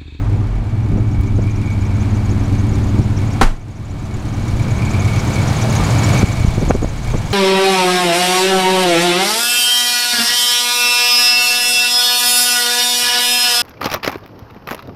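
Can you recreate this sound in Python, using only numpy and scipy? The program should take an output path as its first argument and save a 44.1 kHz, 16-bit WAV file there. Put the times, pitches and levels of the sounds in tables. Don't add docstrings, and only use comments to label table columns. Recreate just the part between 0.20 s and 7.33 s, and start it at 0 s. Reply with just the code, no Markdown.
import sys
import numpy as np
from scipy import signal
from scipy.fft import rfft, irfft
from scipy.io import wavfile
from scipy.ndimage import uniform_filter1d, minimum_filter1d

SR = 44100
rng = np.random.default_rng(int(sys.argv[2]) if len(sys.argv) > 2 else 0)


def dump_mix(stems):
    frames = np.atleast_2d(stems).T
    limited = np.clip(frames, -1, 1)
    pcm = np.round(limited * 32767).astype(np.int16)
    wavfile.write(sys.argv[1], SR, pcm)


N = 314433
TIME_S = np.arange(N) / SR
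FREQ_HZ = np.maximum(np.fft.rfftfreq(N, 1 / SR), 1)

# time_s, cycles_hz
ENGINE_SPEED = [(0.0, 8.8), (0.25, 8.8), (0.5, 9.0), (0.75, 8.88), (1.0, 8.57), (1.25, 8.47), (1.75, 8.51),
                (2.25, 8.6), (2.75, 8.64), (3.25, 8.58), (3.5, 8.74), (4.0, 8.77), (4.5, 8.81), (5.0, 8.84),
                (5.5, 8.9), (6.25, 8.94), (7.0, 8.8)]
START_TURN_CYCLES = 0.26
FIRING_STRENGTHS = [1, 1.5, -30, -2.5, -14, 1, -0.5, -15.5]
# order_per_cycle, door_db, bonnet_db
EXHAUST_ORDERS = [(3, -14, -20), (5, -23, -31), (8, -6.5, -6.5), (10, -15, -6), (11, 2, 1), (12, 0, -45),
                  (13, 0.5, 1), (14, -23, -2.5), (15, -14.5, -10), (17, -13.5, -4.5), (18, -11.5, -14.5),
                  (21, -14, -11.5), (22, -20, -15), (23, -21, -32), (24, -7.5, -8), (25, -10.5, -12.5),
                  (26, -24, -19), (27, -13.5, -14), (32, -15, -15), (33, -12.5, -14.5), (34, -22, -31.5),
                  (35, -19.5, -18), (36, -17, -17.5), (42, -22.5, -19), (44, -24, -28), (45, -22, -56)]
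# time_s, level_db
EXHAUST_LEVEL = [(0, -19.5), (.18, -13.5), (.3, -21.5), (.43, -22), (.55, -16.5), (1.3, -18), (2.4, -15.5),
                 (3.7, -16.5), (4.8, -15), (5.5, -18), (6.1, -14.5), (7.13, -18)]
# centre_hz, width_hz, level_db
PIPE_MODES = [(116, 120, 7.5), (214, 75, -12), (288, 70, 5), (378, 56, -15)]
# centre_hz, width_hz, level_db
CAB_MODES = [(43.6, 9.1, 0)]
# time_s, level_db
CAB_LEVEL = [(0, -17.5), (.2, -24), (.4, -17.5), (.52, -39), (.8, -45), (3.2, -60)]
# time_s, gain_db
CAB_MUFFLE = [(.4, -3.5), (1.1, 0)]

# time_s, share_door_to_bonnet (0-1)
WALK_SHARE = [(3.1, 0.09), (4.5, 1)]
# time_s, distance_m
ENGINE_DISTANCE = [(0, 2.3), (.45, 3), (1.2, 2.97), (1.9, 1.92), (2.6, 1.81), (3.2, 1.48), (4.2, 1.105),
                   (5.1, 0.71), (6, .5), (6.5, 0.5), (7.13, 0.66)]

# freq_hz, density_db_per_hz
BAY_SPECTRUM = [(120, 20), (220, 7.5), (330, 3), (470, 1), (750, 2.5), (1200, -2.5), (1900, -6),
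                (3000, -7.5), (4300, -7.5), (5300, -11.5), (6700, -12), (9000, -17), (12500, -24.5),
                (15500, -32.5)]
# centre_hz, width_hz, level_db
HOLLOW_MODES = [(661, 21, -2), (836, 8.9, 0.5), (1196, 19, 0.5), (1480, 23, -29), (1694, 16, -10.5)]
# centre_hz, width_hz, level_db
METAL_MODES = [(2256, 21, 0), (2310, 42, -4), (2385, 48, -8)]
# time_s, level_db
RING_LEVEL = [(.5, 2.5), (1.5, 9), (1.9, 3.5), (2.6, 1), (4.2, 0.5), (4.65, 5.5), (5.65, -0.5), (6.08, 3),
              (6.3, -1)]
RUSH_1M_DB, HISS_1M_DB = -29.5, -38.5
SHADE_DB_PER_DOUBLING = 2

# place_in_lap (0-1), pitch_hz, door_db, bonnet_db
BELT_SPOTS = [(.387, 6720, 5.3, 6.3), (.697, 5840, 6.8, -3), (.776, 6830, 5.3, 5.3), (.788, 6080, -6, 4)]
BELT_LAPS_PER_CYCLE = 0.7958
BELT_MUFFLE_DB_PER_DB = 2.4
CHIRP_WOBBLE_HZ, CHIRP_GLIDE_HZ = 260, 170

# time_s, level_db, t60_s
SLAM_CONTACTS = [(3.2126, 0, 0.056), (3.217, -0.5, 0.11), (3.23, -3, 0.1), (3.238, 4, 0.052),
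                 (3.248, -4, 0.3)]
# freq_hz, density_db_per_hz
DOOR_SPECTRUM = [(60, 8), (200, 8.5), (500, 0), (950, 1.5), (1600, -3), (2800, -10.5), (4500, -15.5),
                 (7200, -18), (10000, -24.5), (15500, -39)]
# freq_hz, level_db, t60_s
PANEL_MODES = [(950, -9, 0.066), (1480, -13, 0.12), (2105, -14, 0.062), (2540, -53, 0.41), (3700, -36, .12),
               (4440, -20, 0.075)]
SEAL_S = 3.231
TICK_S, TICK_DB, TICK_HZ = 1.0111, -37, 11400

# time_s, level_db
WIND_LEVEL = [(0, -35), (.5, -29), (.8, -25), (3.1, -24), (4.4, -22.5), (5.3, -30), (5.85, -32),
              (6.3, -13.5), (6.62, -3.5), (6.8, -18.5), (6.95, -9), (7.13, -21)]
# time_s, half_length_s, push_db, eddies_db, upper_edge_hz
GUST_STRIKES = [(0.739, .026, -9, -16, 169), (.78, .02, -18, -22, 380), (.994, 0.013, -10.5, -13, 89),
                (1.191, 0.0051, -16, -10, 250), (2.222, .006, -23, -25, 412),
                (2.797, 0.011, -9, -13.5, 332), (4.343, 0.021, -7, -15, 88), (5.618, 0.02, -14, -15, 111),
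                (6.032, .003, 5.5, -14, 400), (6.042, .0045, 5.5, -14, 210), (6.203, .02, -4, -13, 108),
                (6.249, .0035, 7.5, -12, 254), (6.285, 0.02, 2, -9.5, 114), (6.381, .0066, 3, -12, 420),
                (6.428, 0.012, -2, -7, 427), (6.48, 0.0029, -5, -13, 500), (6.505, 0.005, 6.5, -2.5, 507),
                (6.509, .0007, 17, 3, 1430), (6.515, .0025, -16, -8, 1410), (6.552, 0.0069, 6, -2.5, 394),
                (6.629, .0048, 1, -3.5, 470), (6.646, 0.003, 8.5, -3.5, 760), (6.941, .003, -4, -10, 715),
                (6.949, .008, 4, -5, 367)]

CEILING_DB, DETECTOR_S, HOLD_S, RELEASE_S = -1, 0.0007, 0.18, 0.72
TOP_HZ = 15750


def undb(db):
    return 10 ** (np.asarray(db) / 20)


def curve(table, column=1):
    rows = np.array(table)
    return np.interp(TIME_S, rows[:, 0], rows[:, column])


def unit(x):
    return x / (np.std(x) + 1e-12)


def noise():
    return rng.standard_normal(N)


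def wander(rate_hz):
    knots_s = np.arange(0, TIME_S[-1] + 1, 0.5 / rate_hz)
    values = rng.standard_normal(len(knots_s))
    return np.sqrt(3 / 2) * np.interp(TIME_S, knots_s, values)


def butter(x, edge_hz, kind, order=2):
    safe_hz = np.clip(edge_hz, 0.1, SR / 2 - 100)
    return signal.sosfilt(signal.butter(order, safe_hz, kind, fs=SR, output="sos"), x)


def colour(x, spectrum):
    hz, db = np.transpose(spectrum)
    gain = undb(np.interp(np.log(FREQ_HZ), np.log(hz), db))
    low_cut = np.minimum(FREQ_HZ / hz[0], 1) ** 2
    return irfft(rfft(x) * gain * low_cut, N)


def resonate(x, modes):
    response = 0
    for hz, width_hz, db in modes:
        detuning = (FREQ_HZ ** 2 - hz ** 2) / (FREQ_HZ * width_hz)
        response = response + undb(db) / (1 + 1j * detuning)
    return irfft(rfft(x) * response, N)


def decay(start_s, t60_s):
    age_s = np.maximum(TIME_S - start_s, 0)
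    return (TIME_S >= start_s) * np.exp(-np.log(1000) * age_s / t60_s)


def strokes(turn, pattern_db, scatter_db, jitter_s):
    count = len(pattern_db)
    index = np.arange(np.ceil(turn[0] * count), turn[-1] * count).astype(int)
    chance = rng.standard_normal((len(index), 2))
    at_s = np.interp(index / count, turn, TIME_S) + jitter_s * chance[:, 0]
    size = undb(np.array(pattern_db)[index % count] + scatter_db * chance[:, 1])
    return np.bincount(np.clip(at_s * SR, 0, N - 1).astype(int), size, N)


def puffs(pulses, decay_s):
    return signal.lfilter([1], [1, -np.exp(-1 / (decay_s * SR))], pulses)


def exhaust_lines(turn, spread_rad=1.3, waver=0.15, waver_hz=5):
    along = np.clip(curve(WALK_SHARE), 0, 1)
    muffle = undb(curve(CAB_MUFFLE))
    lines = np.zeros(N)
    for order, door_db, bonnet_db in EXHAUST_ORDERS:
        phase = 2 * np.pi * order * turn + spread_rad * (order - 12) ** 2
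        unsteady = waver * max(order / 12, 1)
        size = undb(door_db) + along * (undb(bonnet_db) - undb(door_db))
        if order > 16:
            size = size * muffle
        swell = 1 + unsteady * wander(waver_hz)
        lines += size * swell * np.cos(phase + unsteady * wander(waver_hz))
    return lines


def exhaust(turn, firings, level_db, burble_db=-13.5, throb_db=1.0):
    lines = exhaust_lines(turn)
    gas = puffs(firings, decay_s=0.0074) * noise()
    burble = butter(resonate(gas, PIPE_MODES), 363, "lowpass", order=3)
    surge_db = throb_db * np.cos(4 * np.pi * turn)
    lope_db = 1.4 * np.cos(2 * np.pi * (turn - 0.4))
    throb = undb(surge_db + lope_db + 0.61 * wander(8) - 0.57)
    cab = resonate(resonate(firings, CAB_MODES), CAB_MODES)
    flow = lines * undb(-1.7) + unit(burble) * undb(burble_db)
    return flow * throb * undb(level_db) + unit(cab) * undb(curve(CAB_LEVEL))


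def engine_bay(turn, firings, rush_db, hiss_db, ring_db, tap_db=-5, clatter_db=-1):
    valve_db = [0.5, 4, -8.5, 6.5, -13.5, 4.5, -4.5, -7]
    valves = strokes(turn, valve_db, scatter_db=2.5, jitter_s=0.0011)
    clatter = unit(puffs(valves, decay_s=0.03) * noise())
    taps = unit(butter(puffs(valves, decay_s=0.005) * noise(), 5600, "highpass", order=1))

    chuff = unit(puffs(firings, decay_s=0.007) * noise())
    hollows = butter(resonate(chuff, HOLLOW_MODES), 660, "highpass")
    rush = colour(noise() * undb(0.24 * wander(10)), BAY_SPECTRUM) + undb(-0.5) * hollows
    hiss = colour(noise() + undb(clatter_db) * clatter + undb(tap_db) * taps, BAY_SPECTRUM)

    rush = butter(rush, 1980, "lowpass") / np.std(butter(rush, [700, 1800], "bandpass"))
    hiss = butter(hiss, 2540, "highpass") / np.std(butter(hiss, [3000, 5200], "bandpass"))
    ring = butter(resonate(clatter, METAL_MODES), [2050, 2550], "bandpass") * undb(1.1 * wander(9.8))
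    return rush * undb(rush_db) + hiss * undb(hiss_db) + unit(ring) * undb(ring_db)


def belt(turn, level_db, length_s=0.006, scatter_hz=170, scatter_db=2.5, jitter_s=0.0018):
    out = np.zeros(N)
    wobble = wander(490)
    along = np.clip(curve(WALK_SHARE), 0, 1)
    laps = BELT_LAPS_PER_CYCLE * turn
    for lap in range(int(laps[-1]) + 1):
        for place, hz, door_db, bonnet_db in BELT_SPOTS:
            late, detune, slide, strength = rng.standard_normal(4)
            if not laps[0] < lap + place < laps[-1]:
                continue
            start_s = np.interp(lap + place, laps, TIME_S) + jitter_s * late
            first = max(int((start_s - 4 * length_s) * SR), 0)
            span = slice(first, int((start_s + 4 * length_s) * SR))
            age = (TIME_S[span] - start_s) / length_s
            glide_hz = CHIRP_GLIDE_HZ * slide * np.tanh(age)
            pitch_hz = hz + scatter_hz * detune + glide_hz + CHIRP_WOBBLE_HZ * wobble[span]
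            spot_db = door_db + along[span] * (bonnet_db - door_db)
            size = undb(level_db[span] + spot_db + scatter_db * strength)
            out[span] += size * np.exp(-age ** 2 / 2) * np.sin(2 * np.pi * np.cumsum(pitch_hz) / SR)
    return out


def door(boom_hz=23, boom_db=12, boom_t60_s=0.24):
    power = sum((undb(db) * decay(start_s, t60_s)) ** 2 for start_s, db, t60_s in SLAM_CONTACTS)
    crash = unit(colour(noise(), DOOR_SPECTRUM)) * np.sqrt(power)

    first_s = SLAM_CONTACTS[0][0]
    panel = np.zeros(N)
    for hz, db, t60_s in PANEL_MODES:
        panel += undb(db) * decay(first_s, t60_s) * np.sin(2 * np.pi * hz * (TIME_S - first_s))

    swell = decay(SEAL_S, boom_t60_s) - decay(SEAL_S, boom_t60_s / 2)
    swing = np.sin(2 * np.pi * boom_hz * (TIME_S - SEAL_S) + np.pi / 4)
    return crash + panel + undb(boom_db) * swell / swell.max() * swing


def tick():
    bright = unit(resonate(noise(), [(TICK_HZ, 6000, 0)]))
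    return undb(TICK_DB) * decay(TICK_S, 0.02) * bright


def wind(core_share=0.54):
    low = butter(noise(), 75, "lowpass", order=3)
    out = unit(butter(low, 9.2, "highpass")) * undb(curve(WIND_LEVEL) + 2)
    for start_s, length_s, push_db, eddy_db, hz in GUST_STRIKES:
        span = slice(int((start_s - 4 * length_s) * SR), int((start_s + 4 * length_s) * SR))
        age_s = TIME_S[span] - start_s
        shape = np.exp(-(age_s / length_s) ** 2 / 2)
        rough = butter(rng.standard_normal(SR // 2), hz, "lowpass", order=3)
        eddy = butter(rough, hz / 4, "highpass", order=1)[-len(shape):] * shape
        eddy *= np.sqrt(np.sum(shape ** 2) / np.sum(eddy ** 2))
        core = np.pi * core_share * hz * age_s
        knock = -3 * core / (1 + core ** 2) ** 2 * shape
        out[span] += undb(eddy_db) * eddy + undb(push_db) * knock
    return out


def gain_control(x):
    window = int(DETECTOR_S * SR)
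    half_hold = int(HOLD_S * SR / 2)
    level_db = 10 * np.log10(np.maximum(uniform_filter1d(x ** 2, window), 1e-12))
    excess_db = np.minimum(CEILING_DB - level_db, 0)
    held_db = minimum_filter1d(excess_db, 2 * half_hold + 1, origin=half_hold, mode="constant")
    fade = np.exp(-TIME_S / RELEASE_S)
    duck_db = np.minimum.accumulate(held_db / fade) * fade
    return x * undb(uniform_filter1d(duck_db, window))


def scene():
    turn = START_TURN_CYCLES + np.cumsum(curve(ENGINE_SPEED)) / SR
    firings = strokes(turn, FIRING_STRENGTHS, scatter_db=2.8, jitter_s=0.00028)
    distance_m = curve(ENGINE_DISTANCE)
    near_db = -20 * np.log10(distance_m)
    muffle_db = curve(CAB_MUFFLE)
    shade_db = SHADE_DB_PER_DOUBLING * np.log2(distance_m)
    hiss_db = HISS_1M_DB + near_db - shade_db + muffle_db
    engine = exhaust(turn, firings, curve(EXHAUST_LEVEL))
    engine += engine_bay(turn, firings, RUSH_1M_DB + near_db, hiss_db, hiss_db + curve(RING_LEVEL))
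    engine += belt(turn, hiss_db + BELT_MUFFLE_DB_PER_DB * muffle_db)
    return (engine + door() + tick() + wind())[None]


def record(dry):
    ducked = gain_control(dry[0])[None]
    rounded = ducked / (1 + ducked ** 8) ** (1 / 8)
    top_cut = signal.ellip(10, 0.2, 80, TOP_HZ, fs=SR, output="sos")
    return signal.sosfilt(top_cut, rounded)


dry = scene()
out = record(dry)
dump_mix(out)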